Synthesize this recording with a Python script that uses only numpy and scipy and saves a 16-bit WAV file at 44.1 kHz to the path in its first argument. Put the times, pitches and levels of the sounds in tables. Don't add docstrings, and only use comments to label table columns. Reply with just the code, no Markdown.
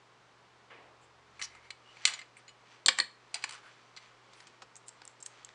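import sys
import numpy as np
from scipy import signal
from scipy.fft import rfft, irfft
from scipy.io import wavfile

SR = 44100
rng = np.random.default_rng(int(sys.argv[2]) if len(sys.argv) > 2 else 0)


def output_pcm(signal):
    pcm = np.clip(np.atleast_2d(signal).T, -1, 1) * 32767
    wavfile.write(sys.argv[1], SR, np.round(pcm).astype(np.int16))


N = 244314
TIME = np.arange(N) / SR

# frequency in Hz, relative density in dB per Hz.
AIR_SPECTRUM = [(25, -29.5), (40, -10.5), (60, -16.5), (85, -22), (130, -9), (200, -10), (290, -8.5),
                (400, -4), (600, -7), (1100, -3.5), (1600, -8.5), (2600, -13.5), (5000, -19), (8000, -27.5),
                (10300, -37.5)]
AIR_DB = -62.5
HUM_HZ, HUM_DB = 120.2, -74
# peak in seconds, rms level in dB, rise and fall in seconds.
DRONE_SWELLS = [(1.55, -74, 1.6, .5)]
DRONE_HZ = 75.4

# start in seconds, level in dB before the decay, rise in seconds, t60 in seconds,
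# starting upper edge in Hz.
BRUSHES = [(0.699, -50.5, 0.011, 1, 2930), (3.63, -63, 0.037, 0.3, 1850)]
# frequency in Hz, relative density in dB per Hz.
BRUSH_SPECTRUM = [(100, -14), (300, 5), (620, 12.5), (1000, 16), (2200, 18.5), (4000, 10), (9000, 10)]

# peak in seconds, level in dB before the rubbing trim, rise and fall in seconds.
STROKES = [(1.47, -56.5, 0.27, 0.13), (1.66, -63, .12, 0.063), (1.88, -66, .12, 0.28),
           (2.12, -44, 0.22, .12), (2.4, -62, 0.083, 0.073), (2.72, -57, .16, .18),
           (2.978, -41.5, 0.019, .04), (3.37, -55.5, 0.054, 0.37), (3.55, -49, 0.34, 0.093),
           (3.7, -60, 0.18, 0.58), (4.03, -57.5, 0.12, 0.21), (4.39, -59, .3, 0.43),
           (5.02, -64.5, .6, 0.46), (5.39, -58.5, 0.38, 0.43)]
SWELL_RANGE_DB = 21
HOLDING_DB = -75
RUBBING_TRIM_DB = -2
# frequency in Hz, relative density in dB per Hz.
SLIDE_SPECTRUM = [(200, -16), (700, 6.5), (1300, 10.5), (2200, 4), (3400, 6.5), (4500, 2), (6000, 1),
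                  (8000, -10.5), (10000, -20)]
# start in seconds, length in seconds, level of the sung part in dB before its swell,
# pitch in Hz, width in Hz.
SCRAPES = [(1.004, 0.062, -70.5, 7500, 500), (1.415, 0.048, -40.5, 5700, 500),
           (1.499, .11, -59.5, 2100, 250), (1.607, 0.093, -62.5, 2160, 200), (1.839, 0.12, -63, 2890, 99),
           (2.164, 0.068, -54.5, 2020, 120), (2.363, 0.036, -65, 8550, 700), (2.973, 0.033, -57, 7300, 500),
           (3.335, 0.042, -51, 780, 200), (3.438, 0.011, -34, 1290, 300), (3.45, 0.18, -57.5, 1270, 300),
           (3.616, 0.094, -57, 1400, 347), (4.34, 0.11, -71.5, 8870, 1955),
           (4.861, 0.029, -62.5, 7500, 1095), (5.079, 0.052, -71, 7600, 600),
           (5.25, 0.031, -54.5, 7700, 1200)]

# start in seconds, gain in dB on the modes below.
TABLE_THUDS = [(2.053, -54), (2.861, -43.5), (2.884, -41.5), (2.988, -47), (3.002, -49), (3.343, -75),
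               (4.287, -63), (4.622, -55.5)]
# frequency in Hz, relative level in dB, t60 in seconds.
TABLE_MODES = [(211, -16, .3), (300, -6.5, 0.058), (355.4, -7, .1), (397, -5, 0.05), (514.5, -4, 0.13),
               (539.6, 1, .06), (815, 0.5, 0.075)]

# bass, then around 1, 2, 4 and 7 kHz.
BAND_EDGES_HZ = [150, 820, 1500, 2900, 5500, 9200]
# start in seconds, level in dB before the trim, the bands at 1, 2 and 7 kHz
# (each in dB against 4 kHz), t60 in seconds.
STUD_TICKS = [(4.3335, -56, -3, -18, -7, .042), (4.4032, -53.5, -20, -1, -14, .031),
              (4.4699, -53.5, -4.5, -2.5, -3.5, 0.054), (4.62, -46.5, 2.5, -3, -10.5, .054),
              (4.7558, -52.5, -7, -1.5, 8.5, .014), (4.7646, -50.5, 3.5, -4, 15, 0.047),
              (4.8826, -46.5, -23, -17, 12, .0067), (4.8899, -48.5, -8, -6, 8.5, .015),
              (5.0177, -50, 0.5, -3.5, -24, 0.016), (5.0521, -51.5, -2.5, -4, 6, 0.0059),
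              (5.0769, -47.5, -2, -3, 16, .011), (5.2026, -56, -2, -11, 9, .043),
              (5.2259, -44, -2, -9, 18, .03), (5.2617, -40.5, -26.5, -8, 7, .018),
              (5.4473, -45.5, -24, -30, 9, 0.016), (5.4901, -53.5, -15, 1.5, -28.5, 0.0055)]
# frequency in Hz, width in Hz, level in dB over the bare click.
STUD_BODY = [(5340, 66, 1.7), (6670, 310, 6.8), (7550, 160, 14.7), (8150, 170, 4.8)]

# start in seconds, level in dB, the bands at 1, 2 and 7 kHz (each in dB against 4 kHz),
# t60 in seconds, ringing in dB against the level before its trim, strongest ring in Hz.
LEVER_HITS = [(2.8605, -21.5, -18, -22, -3.5, 0.03, -20, 7570),
              (2.8829, -17, -9, -4, -8, .037, -16.5, 1950), (2.8885, -24, -15, 3, -17, 0.016, -15, 2235),
              (2.9868, -27, -1.5, 4.5, -0.5, 0.019, -12, 8530),
              (3.0006, -27.5, -19, 1.5, -8.5, 0.029, 5, 4355)]
# frequency in Hz, width in Hz, level in dB over the bare click.
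LEVER_BODY = [(533, 31, 2.1), (1158, 67, 11), (1890, 110, 11), (1870, 130, 10), (2330, 120, 8.7),
              (3150, 220, 7), (3720, 220, 5.9), (4300, 130, 8.7), (4520, 240, 7.8), (7350, 400, 18),
              (8300, 150, 7)]
# frequency in Hz, relative level in dB, undamped t60 in seconds.
LEVER_MODES = [(980, -9, .14), (1170, -8, .11), (1660, -9, .12), (1745, -8, .13), (1840, -11, .2),
               (1950, -8, .18), (2060, -8, .1), (2235, -5, .12), (2385, -9, .26), (2590, -7, .16),
               (2985, -8, .22), (3200, -6, .1), (3570, -10, .16), (4272, -7, .25), (4315, -4, .1),
               (4370, -5, .13), (4545, -7, .07), (7570, -10, .08), (8530, -11, .2)]

# start in seconds, level in dB before the contact trim, the bands at 1, 2 and 7 kHz # (each in dB against 4
# kHz), t60 in seconds, ringing in dB against the level, strongest ring in Hz.
BRICK_KNOCKS = [(1.3939, -46, 9, 16.5, 5.5, .14, -10, 2070), (1.4151, -42, -9, -3, -13, 0.055, 3, 2030),
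                (1.4235, -38, -25, -5, -5.5, 0.01, -11, 5950), (1.55, -56, 17, 6, 5, 0.05, -4, 2310),
                (1.7053, -43.5, -24, -2.5, -9, 0.021, 0, 2260),
                (1.9686, -54.5, 4, 11, -7.5, .031, -7, 2310), (2.0527, -20, -21, -14, -8, 0.025, -5, 6900),
                (2.0634, -36, -10, -3, 10, .031, -4.5, 8830),
                (2.0736, -30, -10, -.5, -3.5, 0.085, -6.5, 4450), (2.1369, -44, -14, -15, -7, .05, 5, 6870),
                (2.1911, -50.5, -9, -7, -7, 0.052, 4.5, 2090),
                (2.2153, -51.5, -7, 13, -13, .066, 1.5, 2050), (2.3679, -53, 3, 20, 10, 0.056, -17, 2290),
                (2.4798, -56.5, -4, 10, -5.5, 0.047, 3.5, 6900), (2.4915, -62, -8, 4, -4, 0.042, 8.5, 2950),
                (3.3427, -32.5, -18, -10, -0.5, 0.031, -6.5, 4820),
                (3.4239, -50.5, -12, -14, -12, 0.085, -3, 4950), (3.4396, -32, 1, 6, 0.5, 0.024, -7, 1260),
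                (3.9646, -51, -10, -8, -15, 0.074, -5, 4380),
                (3.9719, -49, -13.5, -3.5, -17, 0.065, -1.5, 2050)]
# start in seconds, first gap in seconds before jitter, loss in dB per touch,
# then the first touch as for a knock, from its level on.
CHATTERS = [(1.4322, .0058, 1, -51, -5, -11, -13, .026, -0.5, 5950),
            (2.0863, .012, 3, -46.5, -7.5, -1, 3, .05, -3, 7000),
            (3.3547, .011, 7.5, -43, -13, 0, -10, 0.04, -8.5, 4950),
            (3.4929, .017, 2.5, -44.5, -8, -10, -1.5, 0.017, -13, 1280)]
TOUCHES = 6
GAP_SHRINK, GAP_JITTER = 0.82, 0.08
# frequency in Hz, width in Hz, level in dB over the bare click.
BRICK_BODY = [(1210, 200, 1.5), (2010, 520, 7), (2320, 560, 13), (2965, 280, 6), (3430, 200, 2.5),
              (4050, 180, 10), (4500, 220, 12), (5970, 400, 9.5), (7140, 110, 17.5), (7640, 170, 16.5),
              (8640, 120, 14.5)]
# frequency in Hz, relative level in dB, undamped t60 in seconds.
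BRICK_MODES = [(1234, -16.5, 0.12), (1510, -8, 0.072), (2049, -1, 0.0632), (2064, -8.5, 0.055),
               (2270, 2, 0.027), (2614, -3, .07), (2950, -3.5, 0.091), (3400, -5.5, 0.081),
               (3880, -3, 0.069), (4230, 7, 0.03), (4755, -7.5, 0.026), (4900, -3.5, 0.076),
               (6240, -17.5, .06), (6960, -6, 0.062), (6870, -10.5, 0.076), (7650, 0, 0.023),
               (8270, -22, 0.21)]
BRICK_RING_SHARE, LEVER_RING_SHARE = 0.85, 0.47

ATTACK = SR // 100
CUTOFF_HZ = 10300


def from_db(db):
    return 10 ** (np.asarray(db) / 20)


def rms_one(x):
    return x / np.sqrt(np.mean(x ** 2) + 1e-20)


def fade(t, t60):
    return np.exp(-np.log(1000) * t / t60)


def lowpass(x, order, hz):
    return signal.sosfilt(signal.butter(order, hz, fs=SR, output="sos"), x)


def add(out, s, sound):
    i = round(s * SR)
    out[i:i + len(sound)] += sound[:N - i]


def coloured(x, spectrum):
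    hz, db = np.transpose(spectrum)
    bins = np.fft.rfftfreq(len(x), 1 / SR)
    gain = from_db(np.interp(np.log(bins + 1), np.log(hz), db))
    return rms_one(irfft(rfft(x) * gain, len(x)))


def swells(rows):
    power = np.zeros(N)
    for s, db, rise, fall in rows:
        drop = np.maximum((s - TIME) / rise, (TIME - s) / fall)
        power += from_db(db - SWELL_RANGE_DB * drop) ** 2
    return np.sqrt(power)


def background():
    air = from_db(AIR_DB) * coloured(rng.standard_normal(N), AIR_SPECTRUM)
    hum = from_db(HUM_DB) * np.sin(2 * np.pi * HUM_HZ * TIME)
    drone = swells(DRONE_SWELLS) * np.sin(2 * np.pi * DRONE_HZ * TIME)
    return air + np.sqrt(2) * (hum + drone)


def room(x, t60, wet_db, wall_hz, delay_s):
    t = TIME[:SR // 2]
    onset = np.clip(t / delay_s - 1, 0, 1)
    tail = rng.standard_normal(len(t)) * fade(t, t60) * onset
    tail = lowpass(tail / np.linalg.norm(tail), 1, wall_hz)
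    return x + from_db(wet_db) * signal.fftconvolve(x, tail)[:N]


def brushes(dulling_s, dull_hz):
    out, t = np.zeros(N), TIME[:SR]
    bright_share = np.exp(-t / dulling_s)
    for s, db, rise, t60, edge_hz in BRUSHES:
        noise = coloured(rng.standard_normal(SR), BRUSH_SPECTRUM)
        bright = rms_one(lowpass(noise, 3, edge_hz))
        dull = rms_one(lowpass(noise, 3, dull_hz))
        rush = np.sqrt(bright_share) * bright + np.sqrt(1 - bright_share) * dull
        add(out, s, from_db(db) * np.minimum(t / rise, 1) * fade(t, t60) * rush)
    return out


def resonate(x, body):
    out = x.copy()
    for hz, width, db in body:
        r = np.exp(-np.pi * width / SR)
        poles = [1, -2 * r * np.cos(2 * np.pi * hz / SR), r * r]
        out += from_db(db) * (1 - r * r) / 2 * signal.lfilter([1, 0, -1], poles, x)
    return out


def sliding(slips_per_s, spread_db, smooth_share):
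    sizes = from_db(spread_db * np.minimum(rng.exponential(1, N), 4))
    happens = rng.random(N) < slips_per_s / SR
    slips = rms_one(happens * sizes * rng.choice([-1, 1], N))
    rub = rms_one(resonate(slips, BRICK_BODY)) + smooth_share * rng.standard_normal(N)
    pressure = np.hypot(swells(STROKES), from_db(HOLDING_DB))
    return pressure * coloured(rub, SLIDE_SPECTRUM)


def scrapes(rough_db):
    out, t = np.zeros(N), TIME[:SR // 2]
    for s, length, db, hz, width_hz in SCRAPES:
        friction = rng.standard_normal(len(t))
        sung = rms_one(signal.lfilter(*signal.iirpeak(hz, hz / width_hz, fs=SR), friction))
        rough = coloured(resonate(friction, BRICK_BODY), SLIDE_SPECTRUM)
        stroke = np.sin(np.pi * np.minimum(t / length, 1))
        add(out, s, from_db(db) * stroke * (sung + from_db(rough_db) * rough))
    return out


def table_top():
    out, t = np.zeros(N), TIME[:SR // 2]
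    thud = np.zeros(len(t))
    for k, (hz, db, t60) in enumerate(TABLE_MODES):
        thud += (-1) ** k * from_db(db) * np.sin(2 * np.pi * hz * t) * fade(t, t60)
    for s, db in TABLE_THUDS:
        add(out, s, from_db(db) * thud)
    return out


def contacts(rows, body, crack_db, crack_t60, table_db, level_db):
    out, t = np.zeros(N), TIME[:SR // 8]
    bands = [signal.butter(3, edges, "band", fs=SR, output="sos")
             for edges in zip(BAND_EDGES_HZ, BAND_EDGES_HZ[1:])]
    for s, db, knock_db, clack_db, tick_db, t60, *_ in rows:
        envelope = fade(t, t60) + from_db(crack_db) * fade(t, crack_t60)
        clicks = rng.choice([-1., 1.], (len(bands), len(t))) * envelope
        shells = resonate(clicks, body)
        parts = np.array([signal.sosfilt(band, shell) for band, shell in zip(bands, shells)])
        shares = from_db([knock_db + table_db, knock_db, clack_db, 0, tick_db])
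        hit = (shares / parts[:, :ATTACK].std(axis=1)) @ parts
        add(out, s, from_db(db + level_db) * hit / hit[:ATTACK].std())
    return out


def ringing(rows, modes, ring_share, favour_db, chance_db, level_db):
    out, t = np.zeros(N), TIME[:SR // 3]
    hz, mode_db, t60 = np.transpose(modes)
    tones = np.sin(2 * np.pi * hz[:, None] * t) * fade(t, ring_share * t60[:, None])
    for s, db, *_, ring_db, ring_hz in rows:
        favoured = np.exp(-(np.log(hz / ring_hz) / 0.05) ** 2)
        chance = chance_db * rng.standard_normal(len(hz))
        strengths = from_db(mode_db + favour_db * favoured + chance)
        ring = (strengths * rng.choice([-1, 1], len(hz))) @ tones
        add(out, s, from_db(db + ring_db + level_db) * ring / ring[:ATTACK].std())
    return out


def stud_ticks():
    return contacts(STUD_TICKS, STUD_BODY, crack_db=-12, crack_t60=0.003, table_db=-14, level_db=-1)


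def lever_drop():
    hits = contacts(LEVER_HITS, LEVER_BODY, crack_db=-9, crack_t60=0.008, table_db=-19, level_db=0)
    return hits + ringing(LEVER_HITS, LEVER_MODES, LEVER_RING_SHARE,
                          favour_db=12, chance_db=1.5, level_db=-2)


def chatter():
    knocks = []
    for s, gap, loss_db, db, *colour in CHATTERS:
        for k, chance in enumerate(rng.standard_normal(TOUCHES)):
            knocks.append((s, db - k * loss_db, *colour))
            s += gap * GAP_SHRINK ** k * (1 + GAP_JITTER * chance)
    return knocks


def bricks():
    knocks = BRICK_KNOCKS + chatter()
    hits = contacts(knocks, BRICK_BODY, crack_db=-14, crack_t60=0.006, table_db=-19, level_db=-0.5)
    return hits + ringing(knocks, BRICK_MODES, BRICK_RING_SHARE, favour_db=11, chance_db=2, level_db=0)


def scene():
    rubbing = from_db(RUBBING_TRIM_DB) * sliding(slips_per_s=900, spread_db=0.5, smooth_share=1.0)
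    rubbing += scrapes(rough_db=-25.5) + brushes(dulling_s=0.16, dull_hz=870)
    handling = rubbing + table_top() + stud_ticks() + lever_drop() + bricks()
    in_room = room(handling, t60=0.29, wet_db=-12.5, wall_hz=5060, delay_s=0.0034)
    return (background() + in_room)[None]


def record(dry):
    return signal.sosfilt(signal.ellip(8, 0.3, 70, CUTOFF_HZ, fs=SR, output="sos"), dry)


dry = scene()
out = record(dry)
output_pcm(out)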